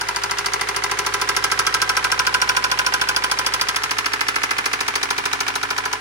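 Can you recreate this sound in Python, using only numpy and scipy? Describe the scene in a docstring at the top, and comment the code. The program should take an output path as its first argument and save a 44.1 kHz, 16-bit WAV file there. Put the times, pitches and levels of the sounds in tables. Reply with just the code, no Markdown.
"""A knocking engine in a garage

A four-cylinder car engine idles fast (about 1600 rpm), bonnet open. A worn rod bearing knocks once
every two turns: a steel clack, then the block and covers ring. The other cylinders slap lightly and
the firings hum. The microphone moves in from the bumper to the engine's left side, over to its right
side and back out; each place hears its own mix of the ringing tones."""
import sys
import numpy as np
from scipy import signal
from scipy.fft import rfft, irfft, next_fast_len
from scipy.io import wavfile

SR = 44100
rng = np.random.default_rng(int(sys.argv[2]) if len(sys.argv) > 2 else 0)


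def generate_wav(signal):
    """Clip the signal to [-1, 1] and save it as 16-bit WAV at the path in sys.argv[1]."""
    frames = np.transpose(np.atleast_2d(signal))
    scaled = np.clip(frames, -1, 1) * 32767
    pcm = np.round(scaled).astype(np.int16)
    wavfile.write(sys.argv[1], SR, pcm)


N = 264688
TIME = np.arange(N) / SR
AGE = np.arange(SR // 11) / SR  # seconds since a blow


# tone colour of the clack: pitch_hz, level_db
CLACK_COLOUR = [(500, -21), (850, 0), (1500, -16), (2600, -4.5), (3800, -7.5), (4700, -1), (5600, -0.5),
                (6700, -5.5), (7700, -13), (9600, -8), (11500, -11.5), (13200, -16), (15300, -21.5)]
# how loud the clack is over time: time_s, level_db
CLACK_LOUDNESS = [(0, -23.5), (.8, -20.5), (1.6, -17), (2.3, -19), (3.1, -20), (3.75, -19.5), (4.1, -21.5),
                  (4.65, -22), (4.95, -21.5), (5.3, -22), (5.95, -26)]
# left channel minus right, heard from three places: bumper_db, left_side_db, right_side_db
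CLACK_LEAN = [0, -2, 1.3]
# tones of the rod and crank: pitch_hz, ring_s, bumper_db, left_side_db, right_side_db
STEEL_TONES = [(3334, 0.064, -15, -6, -14), (3880, 0.022, -41, -34, -2), (4577, 0.038, -2.5, -22, -4),
               (4820, 0.013, 2, 3, -12.5), (5350, 0.013, -9, 0.5, -4.5), (5393, 0.022, -5.5, -5, -4),
               (5590, 0.025, -23, 3.5, -19), (6410, 0.017, -1, -21, -7.5)]

def rod_knock():
    """The loose rod hits the crank pin with a bright clack and a ping, then bounces and clacks again."""
    knocks = knock_times()
    clack_db = curves(CLACK_LOUDNESS, knocks)[0] + accents(knocks) + jitter(0.94, knocks)
    bounce_s = knocks + 0.0065 + jitter(0.0015, knocks)
    bounce_db = clack_db - 14.5 + jitter(3, knocks)
    bounce = bursts(bounce_s, bounce_db, decay(0.0005, 0.035), fresh=0.46, drift_hz=1.6)
    strike = bursts(knocks, clack_db + 3, decay(0.00072, 0.058), fresh=0.36 + 40 * AGE, drift_hz=1.753)
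    clack = coloured(strike + bounce, CLACK_COLOUR)
    ring = ringing(knocks, STEEL_TONES, attack_s=0.0002, scatter_rad=0.62, scatter_db=2.5)
    ping = placed(knocks, clack_db, ring)
    return (clack + ping) * sides(heard(CLACK_LEAN, TIME))


# tone colour of the clang: pitch_hz, level_db
CLANG_COLOUR = [(250, -51), (400, -43), (600, -5), (820, -8), (1050, -10), (1450, 3), (1750, -3), (2020, 0),
                (2250, 0.5), (2450, 2), (2800, 0), (4000, -5.5), (8000, -22)]
# how loud the clang is: bumper_db, left_side_db, right_side_db
CLANG_LOUDNESS = [-29, -22, -25]

def block_clang():
    """The engine block clangs a few milliseconds after each knock."""
    knocks = knock_times()
    level_db = heard(CLANG_LOUDNESS, knocks) + 3.5 + accents(knocks) + jitter(1.1, knocks)
    envelope = decay(0.0008, 0.02) + amp(-9) * decay(0.002, 0.065)
    return coloured(bursts(knocks + 0.0036, level_db, envelope, fresh=0.17, drift_hz=3.536), CLANG_COLOUR)


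# hollow tones of the covers: pitch_hz, ring_s, bumper_db, left_side_db, manifold_db, right_side_db
COVER_TONES = [(1310, .065, -29, -25, -18, -29), (1468, .055, -38, -14, -18, -27),
               (1598, .06, -31, -22, -15, -28), (1240, .05, -28, -36, -33, -30),
               (1362, .045, -19, -22, -28, -26), (1405, .045, -34, -25, -30, -19),
               (1517, .05, -32, -23, -28, -20), (1635, .045, -25, -23, -29, -26),
               (1730, .045, -30, -38, -38, -21)]
# blows on the covers: after_knock_s, bumper_db, left_side_db, right_side_db
COVER_HITS = [(.002, -1, -3.5, 0), (.00887, -12, -4, -8), (.0227, -11, -17, -15), (.0391, -16, -17, -13),
              (-.017, -13, -15, -16)]
# how loud the covers are over time: time_s, level_db
COVER_LOUDNESS = [(0, -1.5), (.7, -5), (1.3, 1), (1.9, 1), (2.7, -1), (3.3, -2), (3.8, -3.5), (4.3, -2.5),
                  (4.7, -3.5), (5.3, -4.5), (6, -5)]

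def covers():
    """The knock, its rebound and the lighter slaps make the hollow covers clank."""
    return struck(COVER_TONES, COVER_HITS, COVER_LOUDNESS, attack_s=0.0022, scatter_rad=0.35)


# tones of the oil pan: pitch_hz, ring_s, bumper_db, left_side_db, manifold_db, right_side_db
PAN_TONES = [(1008, .065, -24, -16.5, -18.5, -33), (966, .055, -20, -36, -30, -22),
             (804.5, .07, -36, -36, -36, -31), (850, .05, -30, -31, -32, -34)]
# blows on the pan: after_knock_s, bumper_db, left_side_db, right_side_db
PAN_HITS = [(.0025, 0, 0, -1), (.0144, -22, -16, -1), (.0223, -7, -10, -11), (-.0183, -22, -12, -11)]
# how loud the pan is over time: time_s, level_db
PAN_LOUDNESS = [(0, -3), (.5, -2.5), (1.2, -0.5), (1.8, -2.5), (2.5, -3), (3.2, -2.5), (3.6, -6),
                (4.2, -5.5), (5.1, -2), (5.6, -3.5), (5.85, 0)]

def oil_pan():
    """The blows also ring the oil pan, lower in pitch than the covers."""
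    return struck(PAN_TONES, PAN_HITS, PAN_LOUDNESS, attack_s=0.0031, scatter_rad=0.37)


# tones of the heads and brackets: pitch_hz, ring_s, bumper_db, left_side_db, manifold_db, right_side_db
BRACKET_TONES = [(1132, 0.038, -33, -38, -32.5, -33.5), (1992, 0.026, -26.5, -29, -22.5, -51),
                 (2046, .06, -29, -34, -27, -28.5), (2202, 0.043, -34.5, -38, -31, -27),
                 (2403, 0.065, -39, -33, -34, -27.5), (2823, 0.078, -34, -41, -46, -36),
                 (3060, .09, -49, -27.5, -31, -44)]
# blows on the brackets: after_knock_s, bumper_db, left_side_db, right_side_db
BRACKET_HITS = [(.002, 5.5, 4, 6.5), (.0227, 0, -9.5, -11), (0.044, -20, -7, -10), (-.018, -4.5, -6.5, -7)]
# how loud the brackets are over time: time_s, level_db
BRACKET_LOUDNESS = [(0, -5.5), (.7, -1), (1.5, -1), (2.6, -4.5), (3.5, -1.5), (4.4, 0), (5.1, -6),
                    (6, -8.5)]

def brackets():
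    """The cylinder heads and brackets answer the blows with a thin, high ring."""
    return struck(BRACKET_TONES, BRACKET_HITS, BRACKET_LOUDNESS, attack_s=0.002, scatter_rad=0.85)


# light blows of the other cylinders: after_knock_s, level_db
SLAP_HITS = [(-.018, -5.5), (0.0229, -7.5), (0.0393, -21.5)]
# tone colour of a slap: pitch_hz, level_db
SLAP_COLOUR = [(300, -32.5), (650, -6), (820, 0), (1400, 1.5), (2100, 1.5), (3000, -3.5), (5200, -14),
               (7500, -19), (10000, -23.5), (15000, -35)]
# how loud the slaps are: bumper_db, left_side_db, right_side_db
SLAP_LOUDNESS = [-19.5, -19, -19]

def slaps():
    """The three healthier cylinders rattle between the knocks."""
    knocks = knock_times()
    rattle = 0
    for delay_s, hit_db in SLAP_HITS:
        starts = knocks + delay_s + jitter(0.0008, knocks)
        level_db = heard(SLAP_LOUDNESS, knocks) + hit_db + jitter(1.2, knocks)
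        rattle += bursts(starts, level_db, decay(0.0025, 0.073), fresh=0.21, drift_hz=1.495)
    return coloured(rattle, SLAP_COLOUR)


# hollow tones of the engine bay: pitch_hz, ring_s, bumper_db, left_side_db, right_side_db
BAY_TONES = [(278, 0.031, -45, -47, -33.5), (357.7, 0.041, -48, -35, -38.5),
             (398.6, 0.069, -31, -30, -31.5), (439.5, 0.1, -33.5, -42, -38.5),
             (507, 0.044, -32, -33, -42.5)]
# the four firings of a cycle: after_knock_s, bumper_db, left_side_db, right_side_db
FIRINGS = [(.002, -2, -0.5, -0.5), (.022, -5, -6, -5), (.0385, -4, -2, -15.5), (-.021, -32, -20, -8)]
# how loud the chug is over time: time_s, level_db
CHUG_LOUDNESS = [(0, -7.5), (.7, -3), (1.3, 3.5), (2, -0.5), (2.7, -3), (3.6, -1.5), (4.2, -3.5), (5, -1.5),
                 (6, -7)]

def chug():
    """Each firing makes the engine bay boom; the firings are uneven, so it throbs once a cycle."""
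    return struck(BAY_TONES, FIRINGS, CHUG_LOUDNESS, attack_s=0.0041, scatter_rad=0.13)


# tone colour of a thud: pitch_hz, level_db
THUD_COLOUR = [(70, -17), (140, -7.5), (210, 3), (290, -6), (400, 8), (530, -1), (610, -10.5), (760, 7),
               (1100, 3), (3000, -61)]
# how loud the thuds are: bumper_db, left_side_db, right_side_db
THUD_LOUDNESS = [-45.5, -40, -47]

def thuds():
    """Each firing also gives a dull thud."""
    knocks = knock_times()
    puffs = sum(bursts(knocks + delay_s, heard(levels, knocks), decay(0.002, 0.08),
                       fresh=0.12, drift_hz=0.76) for delay_s, *levels in FIRINGS)
    return amp(heard(THUD_LOUDNESS, TIME)) * unit(coloured(puffs, THUD_COLOUR))


# tones of the hum: waves_per_cycle, bumper_db, left_side_db, right_side_db
HUM_TONES = [(4, -50.5, -47.5, -53), (6, -71, -60, -75), (8, -50.5, -49, -50.5), (10, -66, -58, -58),
             (11, -59, -53, -62), (19, -72, -74, -59), (21, -57.5, -58, -46.5), (26, -52, -51, -52),
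             (30, -46.5, -50.5, -49.5), (33, -47, -66, -47.5), (36, -52, -47, -59), (40, -51, -50, -59),
             (56, -48.5, -46, -46.5)]
# how loud the hum is over time: time_s, level_db
HUM_LOUDNESS = [(0, 0), (.7, 1.5), (1.4, 2), (2.2, 1), (3, -0.5), (3.6, -0.5), (4.4, -1.5), (6, -0.5)]

def hum():
    """The firings hum in low tones that follow the crank and peak roughly together after each knock."""
    knocks = knock_times()
    cycle_s = np.mean(np.diff(knocks))
    throb_lag_s = 0.00806
    position = cycles() - throb_lag_s / cycle_s
    out = np.zeros((2, N))
    for waves, *levels in HUM_TONES:
        hz = waves / cycle_s
        # higher tones reach the two channels further out of step
        split = stereo_angle(hz) * rng.choice([-1, 1]) * np.array([[1], [-1]])
        level_db = heard(levels, knocks) + curves(HUM_LOUDNESS, knocks)[0]
        gain = amp(np.interp(TIME, knocks, level_db)) * sides(at_pitch(STEREO_LEAN, hz))
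        phase = 2 * np.pi * waves * position + 0.96 * rng.standard_normal()
        out += gain * np.sqrt(2) * np.sin(phase + split)
    return out


# tone colour of the whirr: pitch_hz, level_db
WHIRR_COLOUR = [(20, -25), (100, -12.5), (300, -18), (620, -17), (850, -5), (1500, 3), (2300, -4.5),
                (3300, -9), (5500, -11.5), (7700, -21), (10000, -20), (11800, -26), (13500, -27),
                (15500, -56)]

def whirr():
    """Belt, chain and valves make an even rush that swells a little where the clack is louder."""
    clack_db, = curves(CLACK_LOUDNESS, TIME)
    level_db = -31 + 0.44 * (clack_db - clack_db.mean())
    return amp(level_db) * coloured(rng.standard_normal((2, N)), WHIRR_COLOUR)


# how long the garage echoes: pitch_hz, ring_s
GARAGE_ECHO = [(200, 0.14), (1500, 0.12), (6000, 0.11), (14000, 0.048)]

def garage(sound):
    """The walls answer with a short, smeared echo."""
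    hz, age, noise = signal.stft(rng.standard_normal((2, SR // 2)), SR, nperseg=256)
    fade = amp(-60 * age / at_pitch(GARAGE_ECHO, hz)[:, None])
    tail = signal.istft(noise * fade, SR, nperseg=256)[1]
    tail = np.pad(tail / np.linalg.norm(tail[0]), ((0, 0), (SR // 80, 0)))  # 12.5 ms late
    return signal.fftconvolve(sound, tail, axes=1)[:, :N]


# the slightly unsteady idle: time_s, speed_rpm
IDLE_SPEED = [(0.0, 1594.9), (0.4, 1610.5), (0.6, 1576.0), (0.8, 1594.9), (1.8, 1590.9), (2.0, 1601.2),
              (2.8, 1613.0), (3.2, 1592.8), (3.6, 1616.5), (4.4, 1599.3), (4.8, 1618.6), (5.0, 1598.0),
              (6.0, 1605.7)]

def cycles(first_knock_s=0.0104):
    """Count engine cycles since the first knock, two turns of the crank each."""
    rpm, = curves(IDLE_SPEED, TIME)
    done = np.cumsum(rpm / 120) / SR
    return done - np.interp(first_knock_s, TIME, done)


def knock_times():
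    """The worn bearing knocks once in every cycle."""
    done = cycles()
    return np.interp(np.arange(np.ceil(done[-1])), done, TIME)


# knocks that land harder or softer than their neighbours: time_s, extra_db
ACCENTS = [(1.74, 0.4), (3.01, 1), (3.31, 1.3), (3.76, 0.5), (4.135, -1), (4.28, 1), (4.43, 1)]

def accents(times):
    """Extra decibels for the odd hard or soft knock."""
    return sum(db * (abs(times - at_s) < 0.03) for at_s, db in ACCENTS)


# the microphone's path: time_s, closeness (0 bumper, 1 over the engine), side (0 left, 1 right)
MIC_PATH = [(0, 0.25, 0.56), (.5, 0.098, 0.26), (1, 0.32, 0.21), (1.4, 0.64, 0.46), (1.9, 0.77, 0.15),
            (2.35, 0.89, 0.04), (3.1, 0.9, 0.029), (3.6, 0.64, 0.044), (4, 0.72, 0.92), (4.4, 1, 0.86),
            (5.3, 1, 0.94), (5.6, 0.98, 0.95), (6, 0.65, 1)]

def heard(values, times):
    """Blend the values for each place as the microphone moves; the manifold lies between the sides."""
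    close, side = np.clip(curves(MIC_PATH, times), 0, 1)
    bumper, *near = values
    places = [0, 0.19, 1] if len(near) > 2 else [0, 1]
    return (1 - close) * bumper + close * np.interp(side, places, near)


def struck(tones, hits, loudness, attack_s, scatter_rad):
    """Ring one part of the engine with the same pattern of blows in every cycle."""
    knocks = knock_times()
    ring = ringing(knocks, tones, attack_s, scatter_rad, scatter_db=0.34)
    level_db, = curves(loudness, knocks)
    return sum(placed(knocks + delay_s, level_db + heard(levels, knocks) + jitter(0.78, knocks), ring)
               for delay_s, *levels in hits)


# how much later a ring reaches the left channel: bumper_s, left_side_s, right_side_s
LEFT_DELAY = [.00005, .00017, 0.00019]

def ringing(times, tones, attack_s, scatter_rad, scatter_db):
    """Add up a part's dying tones for each blow; they shift a little as the microphone moves."""
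    lag_s = heard(LEFT_DELAY, times)[:, None] * np.array([[[-0.5]], [[0.5]]])
    ring = 0
    for hz, ring_s, *levels in tones:
        phase = 2.16 * drift(times, 0.687)[0] + jitter(scatter_rad, times)[:, None]
        phase = phase + 0.68 * drift(times, 1.57) + 2 * np.pi * hz * lag_s  # one per channel
        detune = 1 + 0.0027 * drift(times, 2.57)[0]
        fade_db = 0.5 * drift(times, 3.6)[..., 0]  # crossing the bay's loud and quiet spots
        level_db = heard(levels, times) + fade_db + jitter(scatter_db, times)
        gain = amp(level_db) * sides(at_pitch(STEREO_LEAN, hz))
        wave = np.sin(2 * np.pi * hz * detune * AGE + phase)
        ring += gain[..., None] * decay(attack_s, ring_s) * wave
    return np.sqrt(2) * ring


def bursts(times, db, envelope, fresh, drift_hz):
    """The bay's dense echoes as noise: part changes slowly, and the share `fresh` is new at each blow."""
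    echoes = drift(times, drift_hz, size=len(AGE))
    fresh = np.clip(fresh, 0, 1)
    noise = np.sqrt(1 - fresh) * echoes + np.sqrt(fresh) * rng.standard_normal(echoes.shape)
    return placed(times, db, envelope * noise)


# which channel is louder: pitch_hz, left_minus_right_db
STEREO_LEAN = [(100, -1), (380, -4), (700, 1.5), (1300, -2), (2400, -3), (4600, 2.5), (6500, 3.5),
               (9000, -2.5), (15000, 1.5)]

def coloured(pair, colour):
    """Give two white noises a tone colour and the stereo spread of the engine bay."""
    size = next_fast_len(N + SR // 4, True)
    size += size % 2
    hz = np.fft.rfftfreq(size, 1 / SR)
    # build a filter that rings only after a blow, never before it
    cepstrum = irfft(np.log(unit(amp(at_pitch(colour, hz))) + 1e-6))
    response = np.exp(rfft(2 * cepstrum[:size // 2], size) - cepstrum[0])
    angle = stereo_angle(hz)
    mid, side = rfft(pair, size) * response * [np.cos(angle), np.sin(angle)]
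    stereo = np.array([mid + side, mid - side]) * sides(at_pitch(STEREO_LEAN, hz))
    return irfft(stereo, size)[:, :N]


# how alike the two channels are: pitch_hz, likeness (1 same, -1 opposite)
STEREO_LIKENESS = [(100, 0.97), (290, 0.64), (640, 0.23), (1400, -0.07), (6800, 0.062), (10000, 0.62),
                   (12000, -1.1), (15000, 1)]

def stereo_angle(hz):
    """Turn likeness into an angle: 0 when both channels are the same."""
    return np.arccos(np.clip(at_pitch(STEREO_LIKENESS, hz), -1, 1)) / 2


def placed(times, db, shapes):
    """Lay one stereo shape per blow on the time line."""
    out = np.zeros((2, N + 2 * SR))
    for k, start_s in enumerate(times):
        start = SR + round(start_s * SR)
        out[:, start:start + len(AGE)] += amp(db[k]) * shapes[:, k]
    return out[:, SR:SR + N]


def decay(attack_s, ring_s):
    """One blow rises quickly to 1, then fades by 60 dB every ring_s."""
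    shape = (1 - np.exp(-(AGE / attack_s) ** 2)) * amp(-60 * AGE / ring_s)
    return shape / shape.max()


def drift(times, rate_hz, size=1):
    """Smoothly changing random values, shaped (2, times, size)."""
    knots = np.arange(-2, 40)
    weight = np.exp(-(times[:, None] * rate_hz - knots) ** 2)
    weight /= np.linalg.norm(weight, axis=1, keepdims=True) + 1e-12
    return weight @ rng.standard_normal((2, len(knots), size))


def jitter(spread, times):
    """One random nudge per blow."""
    return spread * rng.standard_normal(len(times))


def curves(rows, times):
    """Read each column after the first at the given times."""
    row_s, *columns = np.transpose(rows)
    return [np.interp(times, row_s, column) for column in columns]


def at_pitch(rows, hz):
    """Read a table between its pitches, on a log scale."""
    pitches, values = np.transpose(rows)
    return np.interp(np.log(hz + 1), np.log(pitches + 1), values)


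def sides(db):
    """Left and right gains for a level difference."""
    return amp(np.array([db, -db]) / 2).reshape(2, -1)


def amp(db):
    """Turn decibels into a gain."""
    return 10 ** (np.asarray(db) / 20)


def unit(x):
    """Scale to an average power of 1."""
    return x / np.sqrt(np.mean(x ** 2) + 1e-20)


def scene():
    """The metal blows and their garage echo, over the drone of the engine."""
    metal = rod_knock() + block_clang() + covers() + oil_pan() + brackets() + slaps()
    return metal + amp(-19) * garage(metal) + hum() + thuds() + chug() + whirr()


def record(dry):
    """Cut away the very highest treble."""
    top_hz = 15900
    size = next_fast_len(N + SR // 4)
    kept = np.fft.rfftfreq(size, 1 / SR) < top_hz
    return irfft(rfft(dry, size) * kept, size)[:, :N]


dry = scene()
out = record(dry)
generate_wav(out)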